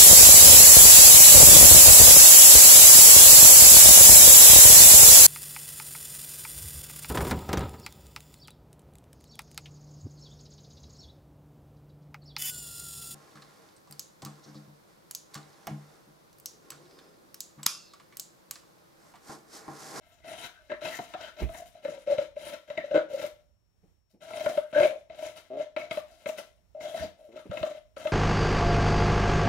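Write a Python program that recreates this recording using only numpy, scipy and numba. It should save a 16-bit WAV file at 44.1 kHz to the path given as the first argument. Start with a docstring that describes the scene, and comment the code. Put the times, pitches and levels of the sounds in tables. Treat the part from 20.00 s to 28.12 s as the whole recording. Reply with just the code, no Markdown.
"""Scraping sauce from a tin

A wooden spoon scrapes thick sauce out of a food tin held over a pan, in a small hard-walled kitchen.
Rubbing, knocks, squeaks and stick-slip judders shake the thin steel wall and sound the hollow of the
tin, whose note moves as the spoon covers the mouth. Hands and falling sauce thump softly over a faint
rumble and whine."""
import sys
import numpy as np
from scipy import signal
from scipy.fft import rfft, irfft
from scipy.io import wavfile
from scipy.ndimage import uniform_filter1d
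from numba import njit

SR = 44100
rng = np.random.default_rng(int(sys.argv[2]) if len(sys.argv) > 2 else 0)


def inscribe(sig):
    """Save sig as 16-bit PCM at rate SR to the path in sys.argv[1].

    A 1-D sig is mono; a 2-D sig holds one channel per row.
    Samples are clipped to [-1, 1] before scaling.
    """
    pcm = np.round(np.clip(np.atleast_2d(sig).T, -1, 1) * 32767)
    wavfile.write(sys.argv[1], SR, pcm.astype(np.int16))


N = 358076

# Levels in the tables are relative: each layer gets its own trim in the mix.
# Spoon strokes. Each row: start, build-up and length in seconds, then the levels of dry rubbing,
# wet hiss and hollow note in dB.
SPOON_STROKES = [(0.235, .05, .1, -46.5, -54, -45.5), (0.35, 0.1, .11, -43, -47, -52),
                 (0.805, 0.036, 0.08, -44, -51, -46.5), (0.886, 0.045, 0.076, -43.5, -45.5, -51),
                 (0.99, 0.019, 0.13, -55.5, -56, -62), (1.156, 0.088, 0.12, -46.5, -56.5, -51),
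                 (1.362, 0.035, 0.042, -44.5, -52.5, -45), (1.455, 0.068, 0.15, -57, -54, -51),
                 (1.651, .01, 0.031, -65, -55, -69), (1.741, 0.013, 0.049, -62, -73, -57),
                 (1.815, .05, .135, -54, -62, -47), (1.965, .01, 0.06, -60.5, -62, -60),
                 (2.06, 0.041, 0.076, -45, -58, -36), (2.171, .01, .07, -49, -59, -45),
                 (2.355, .13, 0.19, -48, -53.5, -49), (2.668, .02, 0.25, -57.5, -69, -52.5),
                 (2.902, 0.028, 0.097, -52.5, -69.5, -34), (3.082, .055, .075, -51, -55.5, -41.5),
                 (3.165, 0.029, 0.093, -43.5, -49.5, -38.5), (4.093, .005, 0.018, -90, -66.5, -86),
                 (4.201, 0.098, 0.21, -49.5, -55.5, -49), (4.3, .05, 0.19, -47.5, -52.5, -43),
                 (4.442, 0.015, .15, -51.5, -51.5, -41.5), (4.725, 0.053, 0.15, -40, -50, -31),
                 (4.9, 0.022, 0.069, -73, -86, -45), (5.1, .005, 0.08, -60, -80, -56),
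                 (5.139, 0.081, 0.15, -48, -50.5, -46), (5.342, 0.027, 0.046, -51, -53.5, -54.5),
                 (5.565, 0.047, 0.06, -49, -61.5, -40.5), (5.767, .005, 0.083, -50, -60, -45.5),
                 (5.895, .03, .095, -49.5, -51, -51), (6.039, 0.049, 0.44, -67, -66.5, -65.5),
                 (6.254, 0.016, 0.031, -48, -41.5, -38), (6.358, 0.025, 0.038, -48, -46.5, -47.5),
                 (6.746, .005, .05, -73, -86, -49), (6.796, 0.0079, 0.17, -52.5, -54.5, -45.5),
                 (6.919, 0.054, 0.13, -45, -51.5, -43), (7.16, .03, .14, -73, -74, -59),
                 (7.345, .025, .05, -54, -63, -50), (7.503, 0.0045, .17, -51, -59.5, -42.5),
                 (7.678, .03, .09, -56.5, -65, -50), (7.96, 0.0053, 0.15, -52.5, -58.5, -51.5)]
# The spoon shifting lightly in the tin. Each row: start and length in seconds.
LIGHT_CONTACTS = [(0.0, 2.25), (2.37, 0.66), (4.2, 0.81), (5.17, .45), (6.8, .3), (7.3, .48)]
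# Knocks on the wall; the rows at 4.8 s and 4.85 s are swells of the hollow note within a judder, played the
# same way. Each row: start in seconds, clack level in dB, pitch of the struck spot in Hz,
SPOON_KNOCKS = [(0.7163, -33.5, 1800, -32, 608), (0.8165, -43, 1650, -38, 605),
                (0.852, -31.5, 2490, -38, 635), (0.9884, -33.5, 1070, -32.5, 708),
                (1.1378, -34, 1470, -40.5, 620), (1.1456, -35, 1450, -35, 726),
                (1.4894, -45, 1310, -39.5, 658), (1.5454, -40.5, 1710, -41.5, 675),
                (1.6174, -56, 1710, -40, 672), (1.8487, -37.5, 1700, -25, 569),
                (1.8794, -44, 1880, -30, 577), (1.9729, -51, 1350, -41.5, 555),
                (2.0717, -50, 2310, -25.5, 575), (2.1824, -34.5, 1430, -23.5, 573),
                (2.364, -49.5, 2270, -32, 596), (2.7008, -38.5, 1980, -32.5, 606),
                (2.7756, -31.5, 2150, -26.5, 646), (2.8374, -60, 2060, -31, 588),
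                (2.911, -41.5, 1570, -24.5, 586), (2.9474, -36.5, 1400, -17.5, 558.4),
                (3.1392, -62, 2060, -26, 572), (3.2354, -44, 2020, -27.5, 592),
                (4.3049, -40, 1340, -44, 613), (4.3344, -40, 2090, -35, 667),
                (4.4603, -27, 1430, -21.5, 608), (4.574, -33, 1390, -18, 603),
                (4.7282, -39, 1430, -31, 595), (4.7536, -45, 1580, -25, 559), (4.8, -27, 1340, -15, 594),
                (4.8474, -31, 2250, -13.5, 606.6), (5.0983, -47.5, 2250, -40.5, 650),
                (5.2234, -45, 2330, -33, 628), (5.6007, -49, 1670, -30.5, 626),
                (5.7638, -28, 2330, -28, 606), (5.9105, -28, 2140, -32, 649),
                (5.9708, -33.5, 1205, -26.5, 612), (6.2587, -32, 2200, -29, 590),
                (6.2894, -35.5, 2700, -27.5, 633), (6.3839, -38.5, 2970, -38, 579),
                (6.7461, -65, 1263, -36, 610), (6.8074, -44, 2170, -39.5, 615),
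                (6.9414, -47, 2170, -30.5, 669), (7.0214, -47, 1490, -32.5, 646),
                (7.5123, -37.5, 1300, -36.5, 548), (7.5717, -33, 2420, -34.5, 592),
                (7.6291, -30, 1225, -23.5, 620), (7.9668, -39.5, 1300, -39, 568),
                (8.0516, -39.5, 1660, -24.5, 618.5), (8.0706, -30, 1290, -35.5, 592)]
# Stick-slip bursts. Each row: start and length in seconds, first and last rate in slips per second,
# then the levels of wall, hollow note and low creak in dB.
SPOON_JUDDERS = [(0.697, 0.065, 153, 86, -52, -41.5, -49.5), (2.091, 0.063, 297, 263, -55, -24, -66),
                 (2.944, 0.041, 147, 163, -36.5, -22.5, -29.5), (4.755, 0.072, 280, 356, -39.5, -24, -39),
                 (4.821, 0.046, 345, 370, -38, -28.5, -36), (5.502, 0.12, 121, 153, -59, -37, -46),
                 (7.29, .1, 110, 125, -80, -56, -55)]
# Hoarse squeaks. Each row: start and length in seconds, first and last pitch in Hz, level in dB.
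EDGE_SQUEAKS = [(0.206, 0.15, 2040, 1880, -56), (0.368, 0.048, 3130, 3130, -47.5),
                (0.399, 0.063, 3600, 3980, -51.5), (0.403, 0.11, 1620, 1450, -53.5),
                (0.485, 0.15, 1460, 1520, -61.5), (0.682, 0.1, 1680, 1890, -42.5),
                (0.901, 0.074, 1940, 1850, -41.5), (1.16, 0.17, 1480, 1450, -49.5),
                (1.217, 0.058, 2950, 3150, -48), (1.528, 0.052, 1780, 1830, -46.5),
                (2.403, 0.13, 3100, 3160, -55.5), (2.766, 0.059, 1950, 1860, -37.5),
                (2.926, 0.086, 1520, 1430, -36), (4.57, 0.13, 1450, 1520, -61),
                (4.724, 0.13, 1530, 1730, -33.5), (4.802, 0.059, 1840, 2520, -34.5),
                (5.216, 0.091, 2620, 1920, -56), (5.768, 0.065, 2380, 2180, -44),
                (6.794, 0.15, 3360, 3380, -53), (6.958, 0.067, 1870, 1690, -45.5),
                (7.327, 0.12, 1310, 1220, -57.5)]
# Hands and falling sauce. 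Each row: start in seconds, level in dB, pitch in Hz, ring time in seconds.
SOFT_THUMPS = [(0.85, -46, 190, .06), (0.988, -41, 200, .05), (1.40, -32, 201, 0.13),
               (1.412, -20.5, 59, 0.16), (1.87, -46, 150, .17), (2.778, -40, 170, .06),
               (3.822, -57.5, 167.5, 0.18), (4.13, -56.5, 188, 0.15), (4.455, -39, 230, .05),
               (6.959, -50, 160, 0.11), (6.994, -39.5, 80, 0.22), (7.031, -41, 201, 0.12),
               (7.452, -42.5, 200, 0.041), (7.487, -39, 100, 0.068), (7.60, -40.5, 82.4, 0.079)]
# Modes of the steel wall. Each row: pitch in Hz, bandwidth in Hz, level in dB.
STEEL_MODES = [(1356, 17, -5), (1337, 14, 0.5), (1397, 40, -5.5), (1630, 14, -9), (1680, 14, -14.5),
               (1795, 9.7, -6.5), (2096, 48, -3.5), (2270, 55, -4.5), (2440, 18, -2.5), (2980, 31, -7)]
# The hollow's note, lower the more the spoon covers the mouth: one curve in two consecutive lists.
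# Each row: time in seconds, pitch in Hz.
HOLLOW_PITCH = [
    [(0.25, 645), (0.55, 693), (0.67, 584), (1.06, 666.5), (1.31, 608), (1.68, 682), (1.92, 562.4),
     (2.63, 593), (3.3, 567)],
    [(4.25, 642.5), (5.0, 583), (5.07, 630.5), (5.55, 609), (6.16, 661), (6.21, 614), (7.16, 638),
     (7.26, 592), (8.1, 625)],
]
# Tone curves of the layers. Each row: frequency in Hz, gain in dB.
ROOM_RUMBLE_EQ = [(20, -15.5), (50, 1.5), (100, -2), (300, -18), (650, -21), (1200, -27.5), (4000, -36),
                  (15000, -40)]
DRY_RUB_EQ = [(100, -21), (350, -3.5), (720, -4.5), (980, 2.5), (1150, -4.5), (1350, -0.5), (1700, -1.5),
              (2150, -1), (2700, -4), (3200, -1), (3950, -4), (4400, -11), (5600, -12), (8000, -26),
              (15000, -39.5)]
WET_HISS_EQ = [(1500, -3.5), (4000, 0), (5600, 0), (7000, -3.5), (8000, -3), (10000, 0), (12000, -3),
               (15500, -9.5)]
WOOD_CLACK_EQ = [(150, -23), (500, -7.5), (780, 7.5), (980, 6), (1400, -1), (2200, -2.5), (2750, -4),
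                 (3700, -3), (4400, -15.5), (6000, -24), (8000, -29), (15000, -41.5)]
DULL_THUD_EQ = [(40, -31), (100, -5), (200, -7), (320, 0), (420, -3.5), (600, -3), (1200, -30.5),
                (4000, -73)]
LOW_CREAK_EQ = [(100, -27), (230, -8.5), (315, -3), (400, -0.5), (520, -16), (1200, -33), (4000, -67)]
# Stereo tilt of the microphone ports. Each row: frequency in Hz, left minus right in dB.
PORT_BALANCE = [(60, -15.5), (130, 1.5), (300, -1), (600, 3), (1400, 3), (2000, 4.5), (2500, 7), (4000, 10),
                (4500, 6.5), (6500, 15), (7700, 12), (9500, 1.5), (11000, 2.5), (14000, 8.5)]


def undb(db):
    """Decibels to gain."""
    return 10 ** (np.asarray(db) / 20)


def unit(x):
    """Scale to rms 1."""
    return x / np.sqrt(np.mean(x ** 2))


def seconds(length):
    """Time axis of a short sound."""
    return np.arange(int(length * SR)) / SR


def fade(t, t60):
    """Exponential decay by 60 dB in t60 seconds."""
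    return np.exp(-np.log(1000) * t / t60)


def add(track, start, sound):
    """Mix a sound into a track at a time in seconds."""
    i = int(start * SR)
    track[i:i + len(sound)] += sound[:N - i]


def colour(x, points, size=2048):
    """Minimum-phase EQ that follows (Hz, dB) points."""
    hz, db = np.transpose(points)
    grid = np.maximum(np.fft.rfftfreq(size, 1 / SR), 1)
    gain = undb(np.interp(np.log(grid), np.log(hz), db))
    cepstrum = irfft(np.log(gain))
    cepstrum[1:size // 2] *= 2
    cepstrum[size // 2 + 1:] = 0
    return signal.fftconvolve(x, irfft(np.exp(rfft(cepstrum))))[:len(x)]


def wander(rate_hz):
    """Smooth random drift with rms 1."""
    hold = int(SR / rate_hz)
    steps = np.repeat(rng.standard_normal(N // hold + 1), hold)
    return unit(uniform_filter1d(steps, hold)[:N])


@njit
def resonate(x, hz, width_hz):
    """Band-pass whose centre can move every sample."""
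    out, band_state, low_state = np.empty(len(x)), 0., 0.
    for i in range(len(x)):
        g, damping = np.tan(np.pi * hz[i] / SR), width_hz / hz[i]
        band = (band_state + g * (x[i] + 1e-18 - low_state)) / (1 + g * (g + damping))
        band_state = 2 * band - band_state
        low_state += 2 * g * band
        out[i] = damping * band
    return out


def room_tone(rumble_db=-71, whine_hz=5500, whine_db=-87.5):
    """A bed of low, wavering rumble and a thin electrical whine."""
    rumble = np.array([unit(colour(rng.standard_normal(N), ROOM_RUMBLE_EQ)) for _ in range(2)])
    whine = np.sin(2 * np.pi * np.cumsum(whine_hz + 4 * wander(25)) / SR)
    return rumble * undb(rumble_db + 2.5 * wander(6.3)) + whine * undb(whine_db)


def kitchen(x, early_db, late_db, t60, spread):
    """Direct sound, quick reflections off hob and hood, then the tiled room; spread is stereo width."""
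    t = seconds(0.5)
    mid, side = rng.standard_normal((2, 2, 1, len(t)))
    early, late = mid + spread * side * np.array([[1], [-1]])
    spectrum = rfft(early * fade(t, 0.039))
    spectrum /= np.abs(spectrum) ** 0.49  # hard surfaces reflect all pitches about evenly
    early = unit(irfft(spectrum, len(t)) * fade(t, 0.2))
    late = unit(late * fade(t, t60) * np.minimum(t / 0.0079, 1))
    response = (undb(early_db) * early + undb(late_db) * late) / np.sqrt(len(t))
    return x + signal.fftconvolve(np.atleast_2d(x), response, axes=1)[:, :N]


def thumping(rise_s=0.017):
    """Hands and sauce land with a low thump and a smothered, wet splat; high thumps are mostly splat."""
    out, t = np.zeros(N), seconds(0.28)
    for start, db, hz, t60 in SOFT_THUMPS:
        splat_eq = [(hz / 3, -24), (hz, 0), (2 * hz, -3), (4.5 * hz, -18),
                    (1300, -40), (2400, -32), (5000, -55)]
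        splat = unit(colour(rng.standard_normal(len(t)), splat_eq))
        body = unit(np.sin(2 * np.pi * hz * t) + undb(-6) * (hz / 70) ** 2 * splat)
        envelope = np.minimum(t / rise_s, 1) ** 2 * fade(t, t60)
        add(out, start, undb(db - 1.5) * envelope / envelope.max() * body)
    return out


def steel_wall(push, ring_db=2, patchy_db=5):
    """The wall passes each push on and rings; its modes come and go as spoon and fingers touch it."""
    ring = np.zeros(N)
    for hz, width_hz, db in STEEL_MODES:
        drive = push * undb(patchy_db * np.tanh(wander(6.8)))
        pitch = hz * (1 + 0.0027 * wander(5.9))
        ring += undb(db) * resonate(drive, pitch, float(width_hz))
    return push + undb(ring_db) * ring


def hollow(push, hz, stage_width_hz=115.0, stages=3):
    """The air in the tin rings at one broad, steep-sided note that takes a few cycles to swell."""
    for _ in range(stages):
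        push = resonate(push, hz, stage_width_hz)
    return push


def grit(per_second, spread_db):
    """Tiny catches of wood on steel: random clicks of very uneven size."""
    clicks = (rng.random(N) < per_second / SR) * rng.standard_normal(N)
    return unit(clicks * undb(spread_db * rng.standard_normal(N)))


def squeaking(width_hz=150.0):
    """Catches of the dragging edge ring one narrow resonance that slides with the point of contact."""
    out, catches = np.zeros(N), grit(per_second=1400, spread_db=6.5)
    for start, length, first_hz, last_hz, db in EDGE_SQUEAKS:
        count = int(length * SR)
        glide = np.linspace(first_hz, last_hz, count)
        tone = resonate(catches[int(start * SR):][:count], glide, width_hz)
        tone = resonate(tone, glide, glide.mean() / 2)  # trims the noisy skirts
        add(out, start, unit(tone) * np.hanning(count) ** 0.65 * undb(db + 1.8))
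    return out


def juddering(note_hz, jitter=0.02, scatter_db=3.5):
    """Pressed hard, the spoon sticks and slips in quick pulses that creak through wall and hollow."""
    wall, air = np.zeros(N), np.zeros(N)
    for start, length, first_rate, last_rate, wall_db, note_db, creak_db in SPOON_JUDDERS:
        count = int(length * (first_rate + last_rate) / 2)
        timing, strength = rng.standard_normal((count, 2)).T
        periods = (1 + jitter * timing) / np.linspace(first_rate, last_rate, count)
        pressure = np.hanning(count + 2)[1:-1] ** 0.19
        slips = np.zeros(int((length + 0.1) * SR))
        onsets = np.clip((np.cumsum(periods) - periods[0]) * SR, 0, len(slips) - 1).astype(int)
        slips[onsets] = pressure * undb(scatter_db * strength)
        duty = np.sqrt(length * SR / len(slips))  # sets the level by the burst, without its tail
        note = unit(hollow(slips, note_hz[int(start * SR):][:len(slips)])) * undb(note_db)
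        creak = unit(colour(slips, LOW_CREAK_EQ)) * undb(creak_db)
        add(wall, start, duty * unit(colour(slips, WOOD_CLACK_EQ)) * undb(wall_db))
        add(air, start, duty * (note + creak))
    return wall, air


def knocking(spot_width_hz=130.0, swell_s=0.01):
    """Wood hits steel: a crunch of contact, a ping of the spot, a thud and a swell of the hollow note."""
    wall, ping, air = np.zeros((3, N))
    t = seconds(0.12)
    contact = fade(t, 0.021) + undb(-18.5) * fade(t, 0.046)
    age = t / swell_s
    swell = (age * np.exp((1 - age ** 2) / 2)) ** 1.95
    for start, clack_db, spot_hz, note_db, note_hz in SPOON_KNOCKS:
        crunch = colour(rng.standard_normal(len(t)) * contact, WOOD_CLACK_EQ)
        spot = resonate(crunch, np.full(len(t), spot_hz), spot_width_hz)
        thud = colour(rng.standard_normal(len(t)) * fade(t, 0.036), DULL_THUD_EQ)
        pitch = note_hz * (1 - 0.057 * fade(t, 0.03))  # bends up as the spoon rebounds from the mouth
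        note = swell * np.sin(2 * np.pi * np.cumsum(pitch) / SR)
        add(wall, start, unit(crunch) * undb(clack_db - 17))
        add(ping, start, unit(spot) * undb(clack_db - 20))
        add(air, start, unit(thud) * undb((clack_db + note_db) / 2 - 22.5))
        add(air, start, note * undb(note_db + 4))
    return wall, ping, air


def shifting_contact(x, depth_db):
    """The contact patch keeps changing, so bands from 1.5 kHz up swell and sink on their own."""
    flicker = sum(resonate(x, np.full(N, hz), hz / 3) * (undb(depth_db * wander(18)) - 1)
                  for hz in np.geomspace(1500, 14000, 7))
    return unit(x + flicker)


def stroke_envelopes(entry_db=-12, ease_db=-2, release_t60=0.14, cling_db=-19.5, cling_t60=0.55):
    """Pressure builds, eases and lets go; clinging sauce drags on. Gives rub, hiss and note in dB."""
    attacks_s, light_db = (0.006, 0.022, 0.013), (-69.5, -73, -73.5)  # rub, hiss, note
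    light_strokes = [(start, max(attacks_s), length, *light_db) for start, length in LIGHT_CONTACTS]
    power = np.full((3, N), 1e-14)
    for start, build, length, *levels_db in SPOON_STROKES + light_strokes:
        t = seconds(length + cling_t60)
        after = np.maximum(t - length, 0)
        press = undb(entry_db * np.maximum(1 - t / build, 0) + ease_db * np.minimum(t / length, 1))
        release = np.maximum(fade(after, release_t60), undb(cling_db) * fade(after, cling_t60))
        for track, db, attack in zip(power, levels_db, attacks_s):
            envelope = np.minimum(t / attack, 1) * press * release * undb(db)
            add(track, start, envelope ** 2)
    return 10 * np.log10(power)


def scraping(note_hz):
    """Uneven friction rubs and flexes the wall and stirs the hollow; smeared sauce hisses."""
    rub_db, hiss_db, note_db = stroke_envelopes()
    grip = undb(2 * wander(55))
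    catches = unit(grit(per_second=3000, spread_db=2.5) * grip)
    wall = shifting_contact(colour(catches, DRY_RUB_EQ), depth_db=-0.5) * undb(rub_db + 1.5)
    note = unit(hollow(catches, note_hz)) * undb(note_db + 6.5)
    flexing = unit(colour(catches, DULL_THUD_EQ)) * undb((note_db + rub_db) / 2 - 7)
    smear = colour(grit(per_second=5000, spread_db=4.3) * grip, WET_HISS_EQ)
    hiss = shifting_contact(smear, depth_db=3.5) * undb(hiss_db - 0.6)
    return wall, note + flexing, hiss


def scene():
    """The hollow note and thumps sit close and centred; the wall's clatter is wide and roomy."""
    note_hz = np.interp(np.arange(N) / SR, *np.vstack(HOLLOW_PITCH).T)
    rub_wall, rub_air, hiss = scraping(note_hz)
    knock_wall, ping, knock_air = knocking()
    slip_wall, slip_air = juddering(note_hz)
    clatter = steel_wall(rub_wall + knock_wall + slip_wall) + ping + squeaking() + hiss
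    wide = kitchen(clatter, early_db=7.5, late_db=3.5, t60=0.3, spread=1) * undb(-11)
    body = rub_air + knock_air + slip_air + thumping()
    close = kitchen(body, early_db=-20, late_db=-10, t60=0.32, spread=0.6)
    return wide + close + room_tone()


def record(dry):
    """Each microphone port has its own colour; the deepest bass and the top are cut off."""
    ports = [colour(channel, [(hz, side * db / 2) for hz, db in PORT_BALANCE])
             for channel, side in zip(dry, (1, -1))]
    low_cut = signal.butter(2, 32, "high", fs=SR, output="sos")
    high_cut = signal.ellip(10, 0.2, 80, 15700, fs=SR, output="sos")
    return signal.sosfilt(high_cut, signal.sosfilt(low_cut, ports))


dry = scene()
out = record(dry)
inscribe(out)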